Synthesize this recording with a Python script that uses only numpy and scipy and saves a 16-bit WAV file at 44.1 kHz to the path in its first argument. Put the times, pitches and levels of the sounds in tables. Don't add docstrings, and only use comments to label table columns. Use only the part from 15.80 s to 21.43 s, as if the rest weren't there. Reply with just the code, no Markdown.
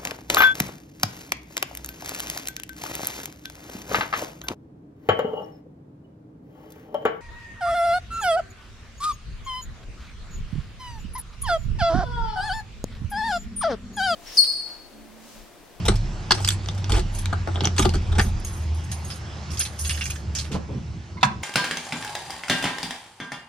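import sys
import numpy as np
from scipy import signal
from scipy.fft import rfft, irfft, next_fast_len
from scipy.io import wavfile
from scipy.ndimage import uniform_filter1d

SR = 44100
rng = np.random.default_rng(int(sys.argv[2]) if len(sys.argv) > 2 else 0)


def to_wav(s):
    ch = np.atleast_2d(s).T
    pcm = np.round(np.clip(ch, -1, 1) * 32767)
    wavfile.write(sys.argv[1], SR, pcm.astype(np.int16))


N = 248283

# start_s, metal_db, wood_db, treble_db, favoured_hz, tick_over_rattle_db
LOCK_BLOWS = [(0.0531, -20.5, -25.5, -27.5, 4000, 6.5), (0.0813, -17, -14.5, -16, 2770, 6),
              (0.0844, -9, -11, -32, 3630, 9), (0.1213, -32, -22.5, -46, 3320, 23),
              (0.156, -28, -36, -32.5, 5930, 11), (0.5075, -4.5, -10, -22, 3410, 5),
              (0.5145, -13.5, -11, -15.5, 5650, 9), (0.5185, -4.5, -12, -17, 3750, 5),
              (0.5432, -22.5, -29, -29.5, 5470, -1), (0.5697, -26, -29, -35, 2050, -5),
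              (.6047, -31, -39, -32, 4030, 14), (.6165, -33, -43, -30, 4500, 12),
              (.6245, -30, -36, -31, 5500, 10.5), (0.6443, -22.5, -49, -22, 4930, 4.5),
              (0.6478, -10, -27.5, -18, 3330, 25.5), (0.675, -16.5, -36, -19, 1700, 7.5),
              (0.676, -17, -52, -17, 3450, 22), (0.6872, -6, -44, -8.5, 3130, 15),
              (.7045, -16, -56, -20, 2900, 12.5), (0.7197, -26, -55, -23, 1800, 8),
              (0.8598, -26, -44, -52, 3700, 30), (0.8864, -16.5, -25, -31, 3700, 14),
              (.948, -40, -39, -40, 5000, 12), (.977, -34, -37, -40, 5030, 6),
              (1.043, -20, -41, -35, 3540, 19), (1.0952, -24, -22.5, -31, 3170, 8),
              (1.1199, -13.5, -24.5, -21.5, 3640, 10.5), (1.194, -25, -44, -26, 4460, 11),
              (1.457, -18.5, -39, -22, 3730, 24), (1.5272, -27.5, -14, -34.5, 1500, 4),
              (1.674, -27.5, -19.5, -43, 1510, 11), (1.7571, -21, -22.5, -49, 3100, 13),
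              (1.772, -43, -27, -57, 3470, 4), (1.8068, -14.5, -20.5, -39, 3150, 10.5),
              (1.8364, -24, -20.5, -28, 3090, 8.5), (1.846, -13.5, -36, -47, 3770, 9.5),
              (1.854, -7.5, -38, -24, 5760, 19), (1.872, -9.5, -16.5, -23, 3400, 18),
              (1.9644, -27.5, -50, -31, 3240, 8), (1.9801, -11.5, -27.5, -21, 3320, 5.5),
              (1.9938, -13, -16, -15.5, 3320, 8.5), (2.0207, -17.5, -46, -29, 2210, 6),
              (2.0468, -18.5, -10, -25, 2970, -12), (2.0541, -17, -21, -28, 1660, 19),
              (2.092, -19.5, -24, -25, 2440, 15), (2.137, -25, -23, -32, 2120, 3),
              (2.1516, -27, -34.5, -34, 5160, 4), (2.3184, -30, -30.5, -40, 1790, 2),
              (2.345, -30, -27.5, -38, 2100, -34), (2.3813, -16, -17.5, -23.5, 1910, 2),
              (2.393, -11, -15.5, -20, 1900, -1), (2.4087, -24.5, -27, -32, 2300, 3)]
# start_s, end_s, metal_db, wood_db
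LOCK_RATTLES = [(0.095, 0.14, -35, -32), (0.578, 0.606, -33.5, -29), (0.695, 0.744, -38, -61),
                (0.799, 0.942, -40, -35.5), (1.726, 1.973, -37, -32), (1.98, 2.04, -26, -26.5),
                (2.209, 2.306, -43, -49), (2.424, 2.496, -35, -34)]
# start_s, boom_db, thud_db, knock_db
DOOR_JOLTS = [(0.058, -5, -39, -46), (0.087, -17, -11, -13.5), (0.518, -32, -45, -50),
              (1.101, -3.5, -17, -23.5), (1.124, -13.5, -30, -16), (1.53, -44, -27, -35),
              (1.812, -33, -15, -16.5), (1.859, -40, -17, -18.5), (1.992, -8.5, -10.5, -5.5),
              (2.05, -28, -11.5, -17), (2.15, -24, -18, -16), (2.33, -8, -23, -25),
              (2.378, -10, -11.5, -14.5), (2.44, -16, -15, -23), (2.658, -23, -48, -56),
              (4.706, -48.5, -19.5, -22), (4.746, -47, -20, -41), (4.949, -47.5, -15.5, -24.5),
              (5.439, -50, -11, -41)]
# start_s, middle_db, treble_db, favoured_hz
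BUNCH_CLACKS = [(1.3482, -33.5, -34, 2230), (1.384, -32, -32, 3100), (2.648, -34.5, -32, 3480),
                (2.662, -56, -40, 4800), (3.115, -28.5, -27, 2200), (3.302, -24.5, -30.5, 4970),
                (3.705, -26, -35, 6300), (3.733, -31, -30.5, 5760), (3.7712, -24, -26, 5760),
                (3.8012, -18, -18, 3540), (3.808, -18, -48, 5700), (3.851, -22, -23, 3880),
                (3.8712, -49, -41, 2910), (3.9898, -28, -36, 5310), (4.047, -25.5, -26, 3140),
                (4.094, -13, -13, 2460), (4.107, -17, -21, 3000), (4.1416, -25.5, -31, 2850),
                (4.173, -26.5, -29, 1660), (4.209, -18, -26.5, 2850), (4.2538, -21.5, -19.5, 2360),
                (4.3, -23.5, -29, 2500), (4.353, -28, -32, 1620), (4.5505, -18.5, -18.5, 5500),
                (4.568, -21.5, -28, 5100), (4.586, -17.5, -17.5, 4150), (4.6095, -25.5, -28, 4540)]
# start_s, peak_db, favoured_hz, t60_factor
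KEY_STRIKES = [(1.001, -47, 6900, 0.33), (1.348, -27.5, 10100, 1.2), (1.3851, -23, 10130, 0.52),
               (1.4151, -37, 10330, .6), (1.9845, -13.5, 6950, 1.1), (1.9994, -20.5, 6770, 0.43),
               (2.0194, -22, 8110, 1.8), (2.4094, -23, 6800, 1.1), (2.414, -26.5, 10600, 1.2),
               (2.421, -27, 6180, 1.1), (2.598, -33.5, 7020, 0.35), (2.646, -19, 6555, 0.38),
               (2.651, -52, 10000, 0.48), (2.6664, -29, 9600, 1.8), (2.7294, -35, 6530, 0.92),
               (2.7694, -38, 9500, 0.76), (2.9452, -33.5, 9860, .6), (3.037, -35, 6480, .6),
               (3.043, -37.5, 14600, 0.74), (3.1154, -21, 9400, 0.46), (3.124, -29, 10090, 0.9),
               (3.12, -34, 6580, 1.4), (3.187, -39, 8740, .4), (3.2455, -27.5, 6590, 0.78),
               (3.251, -38.5, 10120, .8), (3.2804, -36, 9480, .6), (3.307, -32, 9800, 0.65),
               (3.3572, -30, 9700, 0.49), (3.709, -41, 6550, .8), (3.792, -7, 8940, 0.26),
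               (3.7975, -6.5, 9600, 0.56), (3.809, -15, 10120, .5), (3.803, -26, 14000, 0.54),
               (3.8294, -21, 9300, 1.3), (3.9913, -21, 9550, 1.3), (3.993, -36.5, 6555, 1.2),
               (4.0094, -25, 9740, 0.95), (4.0716, -14.5, 9430, 1.1), (4.094, -20.5, 10500, 0.65),
               (4.137, -35, 8110, 1), (4.2388, -20, 6200, .8), (4.3023, -17.5, 6300, 0.38)]
# start_s, end_s, level_db
BUNCH_SHAKES = [(1.312, 1.412, -44.5), (1.98, 2.04, -52), (2.41, 2.465, -38.5), (2.635, 2.845, -43.5),
                (2.933, 3.094, -52.5), (3.088, 3.236, -49), (3.233, 3.375, -43.5), (3.695, 3.775, -41),
                (3.79, 3.892, -46.5), (3.905, 3.962, -50), (3.977, 4.38, -30), (4.529, 4.69, -48)]
# start_s, middle_db, boards_db, treble_db, favoured_hz
FOOTFALLS = [(4.642, -32, -41, -60, 2000), (4.7152, -24.5, -32.5, -34, 2360),
             (4.7425, -28.5, -17.5, -45, 3640), (4.795, -57, -54, -59, 2000), (4.8877, -59, -28, -67, 2760),
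             (4.919, -51, -32, -69, 1560), (4.9752, -62, -31.5, -68, 1525)]
# start_s, middle_db, wall_db, treble_db, favoured_hz
LEVER_BLOWS = [(5.369, -38.5, -37, -66, 2330), (5.4097, -33.5, -45, -39, 3550),
               (5.4291, -7, -9, -15.5, 3900), (5.442, -19.5, -19.5, -22, 1660),
               (5.598, -58, -44, -60, 2500)]
# pitch_hz, width_hz, level_db
LOCK_MODES = [(363, 43, 5), (518, 153, -4), (746, 320, -10), (873, 223, 1), (1277, 720, -1),
              (1763, 350, 2.5), (2420, 310, 0.5), (3390, 580, -2.5), (3720, 520, -1), (4530, 1130, 1),
              (5510, 850, -4), (6750, 4300, 8), (8030, 1600, 10), (10040, 390, 0), (11800, 1700, -10.5)]
BUNCH_MODES = [(1107, 200, -1), (1750, 330, 1.5), (2436, 120, -3.5), (2814, 310, 0.5), (3440, 700, -2),
               (4090, 960, -1.5), (5464, 1180, 1.5), (6060, 1830, 12.5), (7420, 2800, 2), (9520, 230, 3),
               (12200, 1200, -26.5), (13150, 2100, -37.5)]
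FLOOR_MODES = [(204, 40, -10), (313, 145, 5.5), (504, 490, -2.5), (736, 1100, -8), (2210, 960, -10),
               (4320, 8700, 18), (6560, 5000, -1)]
SWITCH_MODES = [(787, 130, -0.5), (1025, 130, 12), (1204, 200, -3), (1650, 94, 7.5), (2140, 180, 5),
                (2480, 470, -4), (2900, 650, -9), (3670, 500, -4), (4150, 540, -6.5), (5240, 880, -10.5),
                (6100, 4300, 28), (9100, 1400, -7)]
# pitch_hz, level_db, t60_s
PANEL_MODES = [(35.3, -8, 0.98), (53.6, 0.5, 0.27), (128.4, 3, 0.11), (191, -7.5, 0.21), (217.3, -9.5, 0.2),
               (317, 1.5, 0.049), (397.6, -5.5, 0.093)]
BLADE_MODES = [(5650, -11, .06), (6180, -8, .13), (6550, -2, .13), (7300, -16, .05), (8100, -6, .13),
               (8900, -14, .05), (9385, -9, .05), (9525, -1, .14), (9850, -9, .05), (10090, -4, .12),
               (10560, -10, .06), (10750, -9, .12), (11460, -13, .16), (11930, -21, .07), (12520, -14, .15),
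               (13250, -17, .13), (13440, -22, .08), (13920, -16, .12), (14100, -20, .11),
               (14510, -15, .15)]
# time_s, level_db
ENGINE_LEVELS = [(0.0, -31.5), (0.11, -22.5), (0.34, -45.5), (0.69, -24.5), (0.75, -29.5), (1.18, -25),
                 (1.22, -44), (1.32, -30), (2.07, -24), (2.26, -30), (2.37, -17), (2.62, -40),
                 (2.92, -23.5), (3.31, -37.5), (3.93, -38.5), (4.04, -29), (5.6, -45.5), (5.63, -51)]
# time_s, hiss_db, rumble_db, deep_rumble_db
WASH_LEVELS = [(0.0, -38, -34, -55), (0.22, -40, -33.5, -38), (0.64, -39.5, -37.5, -39.5),
               (2.35, -40, -35, -25.5), (2.9, -41.5, -38, -43.5), (3.3, -40, -37, -53),
               (3.8, -40, -39.5, -46), (4.97, -45.5, -38.5, -56), (5.63, -48, -38.5, -66)]
# pitch_hz, density_db
WASH_SPECTRUM = [(25, -17), (53, -3), (86, -0.5), (213, -13), (270, -25), (330, -16.5), (450, -25),
                 (833, -21.5), (1310, -25), (5140, -33), (7500, -39.5), (9770, -50.5), (15000, -79.5)]
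# pitch_hz, likeness_ratio, left_over_right_db, left_lead_rad
MIC_DOOR = [(250, 1, 2.5, 0.81), (555, 0.92, -0.5, 0.11), (855, 0.67, 7.5, -1.5), (1750, 0.83, 1.5, 1),
            (2980, 1, -0.5, 0.81), (3680, 1, 0.5, 1), (5440, 0.081, -3, 0.29), (8000, 0.28, -2.5, 0.92),
            (12100, 0.13, 0, 1)]
MIC_ROOM = [(200, 0.97, -1, 0.079), (845, 0.64, 0, 0.28), (1720, 0.91, -3.5, 1.24),
            (3580, 0.74, -2.5, 0.56), (5230, 0.24, -4.5, 0.33), (7400, 0.34, -6, 3.1),
            (10600, 0.16, 3, 3.1), (13600, 0.45, -3, 8.2)]
MIC_FAR = [(101, 0.94, -0.5, .05), (300, 0.97, -1, 0.046), (850, 0.63, -1.5, 0.31),
           (1870, 0.058, -0.5, 0.63), (3100, 0.78, -0.5, 0.265), (4020, 0.94, -1.5, 0.34),
           (5600, 0.7, -13, 0.37), (7000, 0.18, -7, 0.7), (10000, .1, -2, 0.57)]

LOOSE_DB = 0.57
TICK_WIDENING, TICK_T60_S = 1.88, 0.0063
CLACK_LOW_DB, CLACK_TICK_DB = -53, 6.5
SHAKE_RISE_S, SAG_DB_PER_S, SETTLE_DB_PER_S = 0.026, -45, -400


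def lock():
    blows = [*LOCK_BLOWS, *key_pull(count=10), *lock_rattles(count=3)]
    metal = knocks(blows, LOCK_MODES, MIC_DOOR, rattle_s=0.044, grit_db=3.5, focus_db=7, scatter_db=5.5)
    return echoes(metal, t60=0.14, level_db=-13.5, dull_hz=5270)


def key_pull(count, start_s=1.134, gap_s=0.0051, tick_db=7.5):
    pin = np.arange(count)
    metal_db = -27.5 - 1.5 * (2 * pin / (count - 1) - 1) ** 2
    wood_db, treble_db = metal_db + 2.5, metal_db - 5
    hz = 2460 * np.exp(.25 * rng.standard_normal(count))
    return np.transpose([start_s + gap_s * pin, metal_db, wood_db, treble_db, hz, [tick_db] * count])


def lock_rattles(count):
    blows = []
    for start, end, metal_db, wood_db in LOCK_RATTLES:
        for k, (delay, softness, spot) in enumerate(rng.random((count, 3))):
            start_s = start + (end - start) * (k + delay) / count
            levels_db = np.array([metal_db, wood_db, metal_db - 4]) - 4 * softness
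            blows.append((start_s, *levels_db, 1600 * 3 ** spot, 6))
    return blows


def keys():
    blows = [(s, db, CLACK_LOW_DB, treble, hz, CLACK_TICK_DB) for s, db, treble, hz in BUNCH_CLACKS]
    clacks = knocks(blows, BUNCH_MODES, MIC_ROOM, rattle_s=0.06, grit_db=3, focus_db=8.5, scatter_db=2)
    size = next_fast_len(N)
    spectra = rfft(chimes() + jingle(), size)
    ringing = irfft(stereo(*spectra, MIC_ROOM, np.fft.rfftfreq(size, 1 / SR)), size)[:, :N]
    return echoes(clacks + ringing, t60=.15, level_db=-15, dull_hz=8000)


def chimes():
    out, t = np.zeros((2, N)), np.arange(8000) / SR
    hz, db, t60 = columns(BLADE_MODES)
    for start_s, peak_db, favoured_hz, grip in KEY_STRIKES:
        chance, detune, *phases = rng.standard_normal((4, len(hz), 1))
        share_db = db + 11 * np.exp(-(np.log(hz / favoured_hz) / 0.03) ** 2) + 4 * chance
        turns = hz * (1 + 0.0025 * detune) * t + np.array(phases)
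        brushing = 1 + 0.38 * unit_rms(uniform_filter1d(rng.standard_normal((len(hz), len(t))), 180))
        ring = (gain(share_db - 60 * t / (t60 * grip)) * brushing * np.sin(2 * np.pi * turns)).sum(1)
        add(out, start_s, gain(peak_db) * ring / abs(ring).max() * np.minimum(t / 0.0031, 1))
    return out


def jingle(touches_per_s=30, scrapes_per_s=5000):
    out, t, swing = np.zeros((2, N)), np.arange(8000) / SR, shaking()
    for hz, db, t60 in BLADE_MODES:
        touches = rng.random((2, N)) < touches_per_s / SR
        force = swing * gain(3.8 * rng.standard_normal(N).clip(-2, 2))
        tuned_hz = hz * (1 + .004 * rng.standard_normal((2, 1)))
        envelope = gain(db - 60 * t / (0.8 * t60)) * np.minimum(t / .0015, 1)
        ring = envelope * np.sin(2 * np.pi * tuned_hz * t)
        out += signal.oaconvolve(touches * force, ring, axes=1)[:, :N]
    catches = rng.random((2, N)) < scrapes_per_s / SR
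    scrapes = catches * gain(5 * rng.exponential(1, N).clip(0, 3)) * rng.standard_normal(N)
    bright = signal.butter(4, [4500, 10800], "band", fs=SR, output="sos")
    return out + gain(-0.5) * signal.sosfilt(bright, swing * scrapes)


def shaking():
    swing, t = np.zeros(N), np.arange(N) / SR
    for start, end, db in BUNCH_SHAKES:
        fall_db = SAG_DB_PER_S * np.maximum(t - start, 0) + SETTLE_DB_PER_S * np.maximum(t - end, 0)
        swing += np.clip((t - start) / SHAKE_RISE_S, 0, 1) * gain(db + fall_db)
    return swing


def door():
    out, t = np.zeros((2, N)), np.arange(SR) / SR
    hz, db, t60 = columns(PANEL_MODES)
    for start_s, boom_db, thud_db, knock_db in DOOR_JOLTS:
        detune = 1 + 0.05 * rng.standard_normal((len(hz), 1))
        level_db = db + np.select([hz < 90, hz < 270], [boom_db, thud_db], knock_db)
        swell = 1 - np.exp(-t * hz / 2.1)
        rings = swell * gain(level_db - 60 * t / t60) * np.sin(2 * np.pi * hz * detune * t)
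        add(out, start_s, rings.sum(0) * gain([[-.8], [.8]]))
    return out


def footsteps(tick_db=1.5):
    blows = [(*row, tick_db) for row in FOOTFALLS]
    return knocks(blows, FLOOR_MODES, MIC_ROOM, rattle_s=.076, grit_db=3.5, focus_db=-.5, scatter_db=5.5)


def wall_switch(tick_db=4):
    blows = [(*row, tick_db) for row in LEVER_BLOWS]
    return knocks(blows, SWITCH_MODES, MIC_ROOM, rattle_s=0.047, grit_db=3, focus_db=6.5, scatter_db=3)


def far_engine(top_hz=103, floor_hz=68, sink_per_s=0.4):
    t = np.arange(N) / SR
    hz = np.minimum(floor_hz + 42 * np.exp(-sink_per_s * t), top_hz)
    turns = np.cumsum(hz * (1 + 0.019 * waver(17, t))) / SR
    level_db = np.interp(t, *np.transpose(ENGINE_LEVELS)) + 1.8 * waver(40, t)
    return np.sqrt(2) * gain(level_db) * np.sin(2 * np.pi * turns) * gain([[-.4], [.4]])


def outdoor_wash():
    frames, hz = N // 512 + 5, np.fft.rfftfreq(2048, 1 / SR)
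    noise = rng.standard_normal((5, frames, 1025))
    patches_db = 2 * unit_rms(uniform_filter1d(uniform_filter1d(noise[4], 24, 1), 7, 0))
    time_s, *levels = np.transpose(WASH_LEVELS)
    frame_s = np.arange(frames) * 512 / SR
    hiss_db, rumble_db, deep_db = (np.interp(frame_s, time_s, db)[:, None] for db in levels)
    low, deep = 1 / (1 + (hz / 430) ** 4), 1 / (1 + (hz / 62) ** 8)
    level_db = deep * deep_db + (low - deep) * rumble_db + (1 - low) * hiss_db
    spectra = stereo(noise[0] + 1j * noise[1], noise[2] + 1j * noise[3], MIC_FAR, hz)
    spectra *= gain(at_pitch(hz, *np.transpose(WASH_SPECTRUM)) + level_db + patches_db + 1)
    return signal.istft(spectra.transpose(0, 2, 1), nperseg=2048, noverlap=1536)[1][:, :N]


def knocks(blows, modes, mic, rattle_s, grit_db, focus_db, scatter_db, size=4096):
    out, t, hz = np.zeros((2, N)), np.arange(size) / SR, np.fft.rfftfreq(size, 1 / SR)
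    mode_hz, width_hz, mode_db = columns(modes)
    fade = np.minimum((t[-1] - t) / t[size // 4], 1)
    for start_s, middle_db, low_db, treble_db, favoured_hz, tick_db in blows:
        t60 = rattle_s * gain(min(-LOOSE_DB * (max(middle_db, low_db) + 13.5), 4))
        contacts = unit_rms(gain(grit_db * np.minimum(rng.exponential(1, size // 32), 3).repeat(32)))
        dying = gain(-60 * (t / max(t60, .005)) ** 1.424) * (1 - np.exp(-t / (0.019 * t60)))
        rise_s = .0004 * gain(max(14 - tick_db, 0))
        noise = rng.standard_normal((2, size)) * np.minimum(t / rise_s, 1)
        rattle = stereo(*rfft(noise * contacts * dying), mic, hz)
        tick = stereo(*rfft(noise * gain(tick_db - 60 * t / TICK_T60_S)), mic, hz)
        chance, detune = rng.standard_normal((2, len(modes), 1))
        favoured = np.exp(-(np.log(mode_hz / favoured_hz) / 0.17) ** 2) * (mode_hz >= 1500)
        share = gain(mode_db + focus_db * favoured + scatter_db * chance)
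        tuned = mode_hz * (1 + .025 * detune)
        sharp, blurred = (share * (w / (w + 2j * (hz - tuned)) - w / (w + 2j * (hz + tuned))) ** 2
                          for w in (width_hz, TICK_WIDENING * width_hz))
        for low_hz, high_hz, db in (0, 1500, low_db), (1500, 6000, middle_db), (6000, SR, treble_db):
            band = (mode_hz[:, 0] >= low_hz) & (mode_hz[:, 0] < high_hz)
            bass_cut = (1j * hz / (1j * hz + 0.78 * low_hz + 1)) ** 3
            ring = fade * irfft(bass_cut * (rattle * sharp[band].sum(0) + tick * blurred[band].sum(0)))
            add(out, start_s, gain(db) * ring / abs(ring.mean(0)).max())
    return out


def echoes(sound, t60, level_db, dull_hz):
    size = SR // 2
    taps = np.zeros((2, size))
    arrivals = np.arange(100, size - 20, 20) + rng.integers(0, 20, (2, (size - 101) // 20))
    np.put_along_axis(taps, arrivals, rng.choice([-1., 1.], arrivals.shape), 1)
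    taps *= gain(-60 * np.arange(size) / SR / t60)
    taps = signal.lfilter(*signal.butter(1, dull_hz, fs=SR), taps)
    taps /= np.linalg.norm(taps[0])
    return sound + gain(level_db) * signal.fftconvolve(sound, taps, axes=1)[:, :N]


def stereo(first, second, mic, hz):
    table_hz, *curves = np.transpose(mic)
    likeness, pan_db, lead_rad = (at_pitch(hz, table_hz, curve) for curve in curves)
    step = np.sqrt(gain(pan_db) * np.exp(1j * lead_rad))
    blend = likeness * first + np.sqrt(1 - likeness ** 2) * second
    return np.array([first * step, blend / step])


def waver(rate_hz, t):
    hz = np.geomspace(rate_hz / 20, rate_hz, 24)[:, None]
    waves = np.sin(2 * np.pi * (hz * t[::200] + rng.random((24, 1)))) / np.sqrt(hz)
    return np.interp(t, t[::200], unit_rms(waves.sum(0)))


def gain(db):
    return 10 ** (np.asarray(db) / 20)


def unit_rms(x):
    return x / np.sqrt(np.mean(x ** 2) + 1e-20)


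def columns(table):
    return np.transpose(table)[:, :, None]


def at_pitch(hz, table_hz, values):
    return np.interp(np.log(hz + 1), np.log(table_hz + 1), values)


def add(mix, start_s, sound):
    part = mix[..., round(start_s * SR):][..., :sound.shape[-1]]
    part += sound[..., :part.shape[-1]]


def scene():
    close = lock() + keys()
    room = echoes(footsteps() + wall_switch(), t60=0.33, level_db=-14.5, dull_hz=1630)
    room = signal.lfilter(*signal.butter(1, 9000, fs=SR), room)
    return close + room + door() + far_engine() + outdoor_wash()


def record(dry):
    shaded = signal.sosfilt(signal.butter(8, 14400, fs=SR, output="sos"), dry)
    band_limit = signal.firwin(511, 15850, window=("kaiser", 9), fs=SR)
    return signal.oaconvolve(shaded, band_limit[None], "same")


dry = scene()
out = record(dry)
to_wav(out)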